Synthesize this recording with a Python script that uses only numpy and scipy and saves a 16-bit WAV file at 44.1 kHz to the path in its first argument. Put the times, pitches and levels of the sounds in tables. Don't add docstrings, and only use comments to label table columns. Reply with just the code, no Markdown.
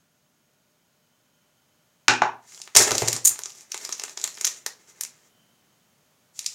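import sys
import numpy as np
from scipy import signal
from scipy.fft import rfft, irfft
from scipy.io import wavfile
from scipy.ndimage import uniform_filter1d

SR = 44100
rng = np.random.default_rng(int(sys.argv[2]) if len(sys.argv) > 2 else 0)


def dump(signal):
    limited = np.clip(np.atleast_2d(signal).T, -1, 1)
    pcm = np.round(limited * 32767).astype(np.int16)
    wavfile.write(sys.argv[1], SR, pcm)


N = 288414
TIME = np.arange(N) / SR
PRESS_S = 0.04

# frequency in Hz, gain in dB.
PAPER_AT_MIC = [(30, -51.5), (150, -37), (300, -24), (480, -15), (650, -19), (1000, -14), (3000, -11.5),
                (5000, -6), (5900, -0.5), (7100, 1.5), (8200, -6.5), (11000, -14.5), (13500, -17.5),
                (16000, -27.5)]
# start in s, end in s, hiss and dull rub in relative dB.
HANDLING = [(2.39, 5.28, -61.5, -66.5), (2.45, 2.66, -49, -72), (2.745, 2.838, -17.5, -28),
            (2.835, 2.88, -22.5, -25.5), (2.89, 3.17, -32, -43), (3.18, 3.63, -49.5, -65),
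            (3.68, 4.13, -46, -57), (4.14, 4.58, -46, -60.5), (4.855, 4.9, -53.5, -71.5),
            (5.195, 5.18, -53, -69.5), (6.325, 6.84, -45.5, -81)]


def knife(basin_db=-12, room_db=-3.5, boom_db=-8, blade_cut_hz=650):
    # time in s, relative level in dB, rattle decay in ms.
    blade_hits = [(2.0816, 31.5, 4.5), (2.1055, 15.5, 7.1), (2.136, 11.5, 4.6), (2.2192, 5, 1.5),
                  (2.2373, -2.5, 0.85)]
    handle_hits = [(2.2193, 31, 5.2), (2.2375, 13, 3.3)]
    # frequency in Hz, gain in dB.
    blade_colour = [(41, -60), (70, -34), (108, -10.5), (208, -20), (250, -5), (606, -18), (834, 0.5),
                    (1050, -10.5), (1540, -0.5), (2120, -11), (2480, -3.5), (3260, -13.5), (6590, -11.5),
                    (13300, -50.5), (16000, -71.5)]
    handle_colour = [(41, -64.5), (70, -36.5), (124, -27.5), (213, -21.5), (293, -16), (554, -16.5),
                     (872, 0.5), (1100, -7), (1610, -9), (1890, -15.5), (2370, -20), (4480, -32),
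                     (6450, -28.5), (9490, -60), (16000, -80.5)]
    # frequency in Hz, relative gain in dB, T60 in s.
    basin_modes = [(651, -47, .28), (770, -41, .22), (818, -42, .22), (851, -37, .25), (922, -39, .26),
                   (974, -42, .28), (1034, -42, .26), (1179, -43, .26), (1357, -42, .24), (1447, -42, .28),
                   (1502, -43, .3), (1567, -39, .18), (1750, -44, .2), (2040, -45, .24), (2293, -45, .24),
                   (2439, -43, .34), (2692, -47, .32), (4124, -47, .24)]
    blade = blows(blade_hits, blade_colour)
    handle = blows(handle_hits, handle_colour)
    strikes = blade + handle
    basin = sum(from_db(db + basin_db) * ring(strikes, hz, t60_s) for hz, db, t60_s in basin_modes)
    echoes = from_db(room_db) * kitchen_reverb(strikes, build_s=0.0042)
    crack = signal.sosfilt(signal.butter(4, blade_cut_hz, "high", fs=SR, output="sos"), blade)
    return crack + handle + basin + echoes + from_db(boom_db) * counter_boom(strikes)


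def sachet(paper_room_db=-6, shake_room_db=1.5, counter_db=-10, counter_delay_s=0.0033, boom_db=-2.5):
    # time in s, relative level in dB, body and top tilt in dB, decay in ms.
    big_creases = [(2.6171, 0, -21, -10, 1.4), (2.7515, 18, 4, -1.5, 4.9), (2.7635, 25, 9.5, 6, 2.2),
                   (2.7691, 33.5, 1, -1.5, 1.2), (2.9081, 11, 14, 0, 2.1), (2.9172, 13.5, 11.5, -5, 2.7),
                   (2.9518, 11.5, 4, -8, 2.7), (2.9814, 15, -20, -3, 0.43), (3.0197, 7, 12, -16, 2.5),
                   (3.076, 9, -1, -2, 2.07), (3.0825, 17, -4, 0, 4.3), (3.1285, 11.5, -6, 3, 3.3),
                   (3.1642, 6.5, 0, -4.5, 2), (3.3907, -2.5, 14, 10, 1.9), (3.4357, 3.5, -10, -4, 1),
                   (3.458, 3.5, 1, -9, 1.2), (3.7186, 6.5, -12, -4, 2.76), (3.7442, 3.5, 14, -8, 1.66),
                   (3.7769, -0.5, -17.5, -2, 0.5), (3.85, 6, -4, -5, 1.44), (3.892, -2, 16, -1, 1.35),
                   (3.925, 11, -2, -11, 4.7), (3.9969, 4.5, 3, -10, 1.68), (4.0368, 4.5, 10.5, 4, 2.1),
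                   (4.1741, 4, 8, -7, 3.05), (4.2144, 0.5, -13, -2.5, 2.1), (4.241, 14, -5, -1, 0.39),
                   (4.2758, 1, -12, 0, 2.5), (4.4112, 8, 0, -6, 1.8), (4.4466, 17, -3, -17, 0.81),
                   (4.4506, 13.5, -12, 5, 2.38), (4.4685, 10.5, -7, 1, 2.97), (4.4735, 12, -1, -1, 4),
                   (4.6637, 11.5, 5, -3, 0.19), (5.0101, 6.5, -4, 8.5, 1.6), (5.0353, 4, -1.5, 3, 2.3),
                   (5.05, -2, -7.5, -3.5, 1.1), (6.392, 6, -47, -2.5, 1.06), (6.4622, 12.5, -47, -5.5, 4.4)]
    creases = snaps(big_creases, level_db=-0.5, uneven_db=3.5)
    creases += snaps(small_creases(), level_db=1.5, uneven_db=5)
    paper = creases + rustle() + rip() + finger_taps()
    shaking = shake()
    counter_echo = from_db(counter_db) * np.interp(TIME - counter_delay_s, TIME, paper)
    room_send = from_db(paper_room_db) * paper + from_db(shake_room_db) * shaking
    echoes = kitchen_reverb(room_send, build_s=0.00077)
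    return paper + counter_echo + shaking + echoes + from_db(boom_db) * counter_boom(shaking)


def snaps(creases, level_db, uneven_db, creak_db=-19, creak_lead_s=0.0025, creak_ms=2, facet_count=20):
    bands_hz = [700, 2400, 6400, 12000]
    facet_hz = np.geomspace(300, 14000, facet_count)
    facets_db = uneven_db * np.clip(rng.standard_normal((len(creases), facet_count)), -2, 2)
    out = np.zeros(N)
    for (start_s, db, body_db, top_db, decay_ms), facet_db in zip(creases, facets_db):
        middle_db = -0.53 + 0.32 * max(body_db, top_db, 0)
        tilt = list(zip(bands_hz, [body_db, middle_db, 0, top_db]))
        plain = response(PAPER_AT_MIC, tilt)
        faceted = response(PAPER_AT_MIC, tilt, np.column_stack([facet_hz, facet_db]))
        faceted *= np.linalg.norm(plain) / np.linalg.norm(faceted)
        impulse = from_db(db + level_db) * faceted
        add(out, start_s - creak_lead_s, from_db(creak_db) * burst(creak_ms, impulse))
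        add(out, start_s, burst(decay_ms, impulse))
    return out


def small_creases(per_s=46, firm_grip_db=-50.5, top_db=-3, decay_ms=1.1, count=100):
    rows = []
    for start_s, end_s, hiss_db, _ in HANDLING:
        waits_s = rng.uniform(0.3, 1.7, count) / per_s
        scatter = np.clip(rng.standard_normal((count, 2)), -2, 2)
        grip_db = hiss_db - firm_grip_db
        for time_s, (size, body) in zip(start_s + PRESS_S + np.cumsum(waits_s), scatter):
            if grip_db > 0 and time_s < min(end_s, TIME[-1]):
                relative_db = -18 + 0.8 * grip_db + 3.5 * size
                body_db = 8 * body
                rows.append((time_s, relative_db, body_db, top_db, decay_ms))
    return rows


def shake():
    # time in s, relative level in dB, decay in ms.
    flaps = [(2.752, 6, 8.5), (2.766, 8.5, 14.3), (2.797, 12.5, 8.4), (2.868, 5, 8.5), (2.909, 13, 10),
             (2.948, 4.5, 8.3), (3.0205, 12, 5.5), (3.083, 2.5, 9.4), (3.13, -6.5, 16), (3.165, -7.5, 2.47)]
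    thuds = [(3.021, 14.5, 6), (3.084, 3.5, 5.5), (3.135, 3, 7.9)]
    # frequency in Hz, gain in dB.
    flap_colour = [(25, -14), (70, -21.5), (115, -1.5), (190, -15.5), (330, -1), (620, 3.5), (1000, -7.5),
                   (1600, -10.5), (3000, -15.5), (8000, -37)]
    thud_colour = [(30, -16.5), (80, -11.5), (120, 3), (190, -7), (500, -12), (750, -14), (1300, -39.5)]
    return blows(flaps, flap_colour) + blows(thuds, thud_colour)


def rip(jitter=0.57):
    # time in s, relative level in dB, decay in ms.
    jerks = [(3.2445, -10, 2), (3.2497, 11, 6.3), (3.2545, 15, 7.4), (3.2685, 6, 2.9), (3.2725, 14.5, 7.1),
             (3.279, 10.5, 4.1), (3.2925, 6, 1.6)]
    # frequency in Hz, gain in dB.
    tear_colour = [(100, -27), (900, -23), (3500, -16), (5600, -6.5), (6900, 12.5), (7900, -1), (8900, 6),
                   (11000, -6.5), (13300, -2.5), (16000, -16.5)]
    # time in s, fibre rate in Hz, level in dB.
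    zip_glide = [(3.285, 2900, -64.5), (3.31, 2268, -38.5), (3.329, 1562, -50), (3.361, 1040, -59)]
    times_s, glide_hz, glide_db = np.transpose(zip_glide)
    rate_hz = np.interp(TIME, times_s, glide_hz) * (1 + jitter * wobble(window_samples=12))
    envelope = from_db(np.interp(TIME, times_s, glide_db, left=-150, right=-150))
    zip_tone = envelope * np.sin(2 * np.pi * np.cumsum(rate_hz) / SR)
    return blows(jerks, tear_colour) + zip_tone


def rustle(hiss_trim_db=-4.5, rub_trim_db=-3.5, release_s=0.013994, wobble_db=2.3, wobble_s=0.05):
    # frequency in Hz, gain in dB.
    rub_colour = [(120, -22.5), (400, 4.5), (900, 0), (2000, 3), (4000, -8.5), (9000, -31.5)]
    fine = crinkles(per_s=8400, spread_db=1.5, low_hz=1982, high_hz=15200, t60_cycles=7.3)
    coarse = crinkles(per_s=1500, spread_db=0.5, low_hz=296, high_hz=4900, t60_cycles=18)
    hiss = from_db(hiss_trim_db) * coloured(fine, PAPER_AT_MIC)
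    rub = from_db(rub_trim_db) * coloured(coarse, rub_colour)
    out = np.zeros(N)
    for start_s, end_s, hiss_db, rub_db in HANDLING:
        press = np.clip((TIME - start_s) / PRESS_S, 0, 1) ** 2
        release = np.exp(-np.clip(TIME - end_s, 0, 1) / release_s)
        out += press * release * (from_db(hiss_db) * hiss + from_db(rub_db) * rub)
    return out * from_db(wobble_db * wobble(round(wobble_s * SR)))


def crinkles(per_s, spread_db, low_hz, high_hz, t60_cycles, pitch_count=14):
    sizes = from_db(spread_db * np.minimum(rng.exponential(1, N), 4))
    clicks = (rng.random(N) < per_s / SR) * sizes * rng.choice([-1, 1], N)
    pitch_index = rng.integers(0, pitch_count, N)
    pitches_hz = np.geomspace(low_hz, high_hz, pitch_count)
    return sum(hz * ring(clicks * (pitch_index == k), hz, t60_cycles / hz)
               for k, hz in enumerate(pitches_hz))


def finger_taps():
    # time in s, relative level in dB, decay in ms.
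    taps = [(2.676, -8.5, 0.62), (3.358, -12, 3), (3.746, -10.5, 1), (4.044, -9.5, 7.1), (4.081, -9, 1.4),
            (4.249, -2.5, 2.1), (4.277, -7, 1.9), (4.375, -9, 3)]
    # frequency in Hz, gain in dB.
    tap_colour = [(40, -33.5), (130, -18.5), (460, -5), (680, -5.5), (1200, -0.5), (3000, -2.5), (6000, -7),
                  (12000, -23)]
    return blows(taps, tap_colour)


def counter_boom(x):
    # frequency in Hz, relative gain in dB, T60 in s.
    low_modes = [(118, -51, .55), (250, -47, .42), (323, -47, .35), (373, -48, .35)]
    return sum(from_db(db) * ring(x, hz, t60_s) for hz, db, t60_s in low_modes)


def kitchen_reverb(x, build_s, size=32768):
    # band centre in Hz, T60 in s.
    room_decay = [(100, 0.26), (400, 0.34), (1200, 0.27), (3500, 0.26), (7000, 0.21), (15000, 0.16)]
    centres_hz, t60s_s = np.transpose(room_decay)
    time_s = np.arange(size) / SR
    bins_hz = np.arange(size // 2 + 1) * SR / size
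    white = rfft(rng.standard_normal(size))
    tail = np.zeros(size)
    for weights, t60_s in zip(np.eye(len(centres_hz)), t60s_s):
        band = irfft(white * at_hz(np.column_stack([centres_hz, weights]), bins_hz))
        tail += band * from_db(-60 * time_s / t60_s)
    tail *= 1 - np.exp(-time_s / build_s)
    return signal.fftconvolve(x, tail / np.linalg.norm(tail))[:N]


def room_tone(air_db=-65.5, whine_hz=3070, whine_width_hz=200):
    # frequency in Hz, relative density in dB.
    air_colour = [(25, -21.5), (70, -10.5), (145, 4), (240, -0.5), (330, -5), (800, -7), (2000, -11),
                  (4500, -13.5), (6500, -12.5), (9000, -17.5), (15500, -17.5)]
    # time in s, offset in dB.
    air_drift = [(0, -3), (2, -1), (5.4, 1), (6.54, 0)]
    # frequency in Hz, resonance width in Hz, level in dB.
    narrow_bands = [(238.3, 14, -84), (602, 20, -83), (1439, 110, -84.5), (6550, 240, -81)]
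    # time in s, level in dB.
    whine_levels = [(0, -88), (.9, -85), (1.3, -79), (1.9, -80), (2.6, -91), (5.1, -85.5), (5.4, -71),
                    (5.75, -79.5), (6.54, -90.5)]
    air_gain = from_db(air_db + np.interp(TIME, *np.transpose(air_drift)))
    air = air_gain * coloured(rng.standard_normal(N), air_colour)
    hums_and_hiss = sum(from_db(db) * narrow_noise(hz, width_hz) for hz, width_hz, db in narrow_bands)
    whine_gain = from_db(np.interp(TIME, *np.transpose(whine_levels)))
    return air + hums_and_hiss + whine_gain * narrow_noise(whine_hz, whine_width_hz)


def narrow_noise(hz, width_hz):
    t60_s = np.log(1000) / (np.pi * width_hz)
    first_pass = rms_one(ring(rng.standard_normal(N), hz, t60_s))
    return rms_one(ring(first_pass, hz, t60_s))


def blows(rows, colour):
    out = np.zeros(N)
    impulse = response(colour)
    for start_s, db, decay_ms in rows:
        add(out, start_s, from_db(db) * burst(decay_ms, impulse))
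    return out


def burst(decay_ms, impulse, size=4096):
    fade = np.exp(-np.arange(size) / (SR * decay_ms / 1000))
    flurry = rng.standard_normal(size) * fade
    for _ in range(4):
        spectrum = rfft(flurry)
        flurry = irfft(spectrum / (np.abs(spectrum) + 1e-12)) * np.minimum(1, 2 * fade)
    return signal.fftconvolve(flurry / np.linalg.norm(flurry), impulse)


def ring(x, hz, t60_s):
    radius = from_db(-60 / (t60_s * SR))
    step_rad = 2 * np.pi * hz / SR
    feedback = [1, -2 * radius * np.cos(step_rad), radius ** 2]
    return signal.lfilter([0, np.sin(step_rad)], feedback, x + 1e-18)


def response(*colours, size=2048):
    bins_hz = np.arange(size // 2 + 1) * SR / size
    gain_db = sum(at_hz(colour, bins_hz) for colour in colours)
    cepstrum = irfft(np.log(from_db(gain_db)))
    cepstrum[1:size // 2] *= 2
    cepstrum[size // 2 + 1:] = 0
    return irfft(np.exp(rfft(cepstrum)))


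def coloured(x, colour):
    bins_hz = np.arange(N // 2 + 1) * SR / N
    return rms_one(irfft(rfft(x) * from_db(at_hz(colour, bins_hz)), N))


def wobble(window_samples):
    return rms_one(uniform_filter1d(rng.standard_normal(N), window_samples))


def at_hz(points, hz):
    points_hz, values = np.transpose(points)
    return np.interp(np.log(np.maximum(hz, 1)), np.log(points_hz), values)


def add(track, start_s, sound):
    at = round(start_s * SR)
    track[at:at + len(sound)] += sound[:N - at]


def from_db(db):
    return 10 ** (np.asarray(db) / 20)


def rms_one(x):
    return x / np.sqrt(np.mean(x ** 2) + 1e-20)


def scene():
    return (knife() + sachet() + room_tone())[None]


def record(dry):
    lowpass = signal.ellip(10, 0.1, 70, 16000, fs=SR, output="sos")
    return signal.sosfilt(lowpass, np.clip(dry, -1, 1))


dry = scene()
out = record(dry)
dump(out)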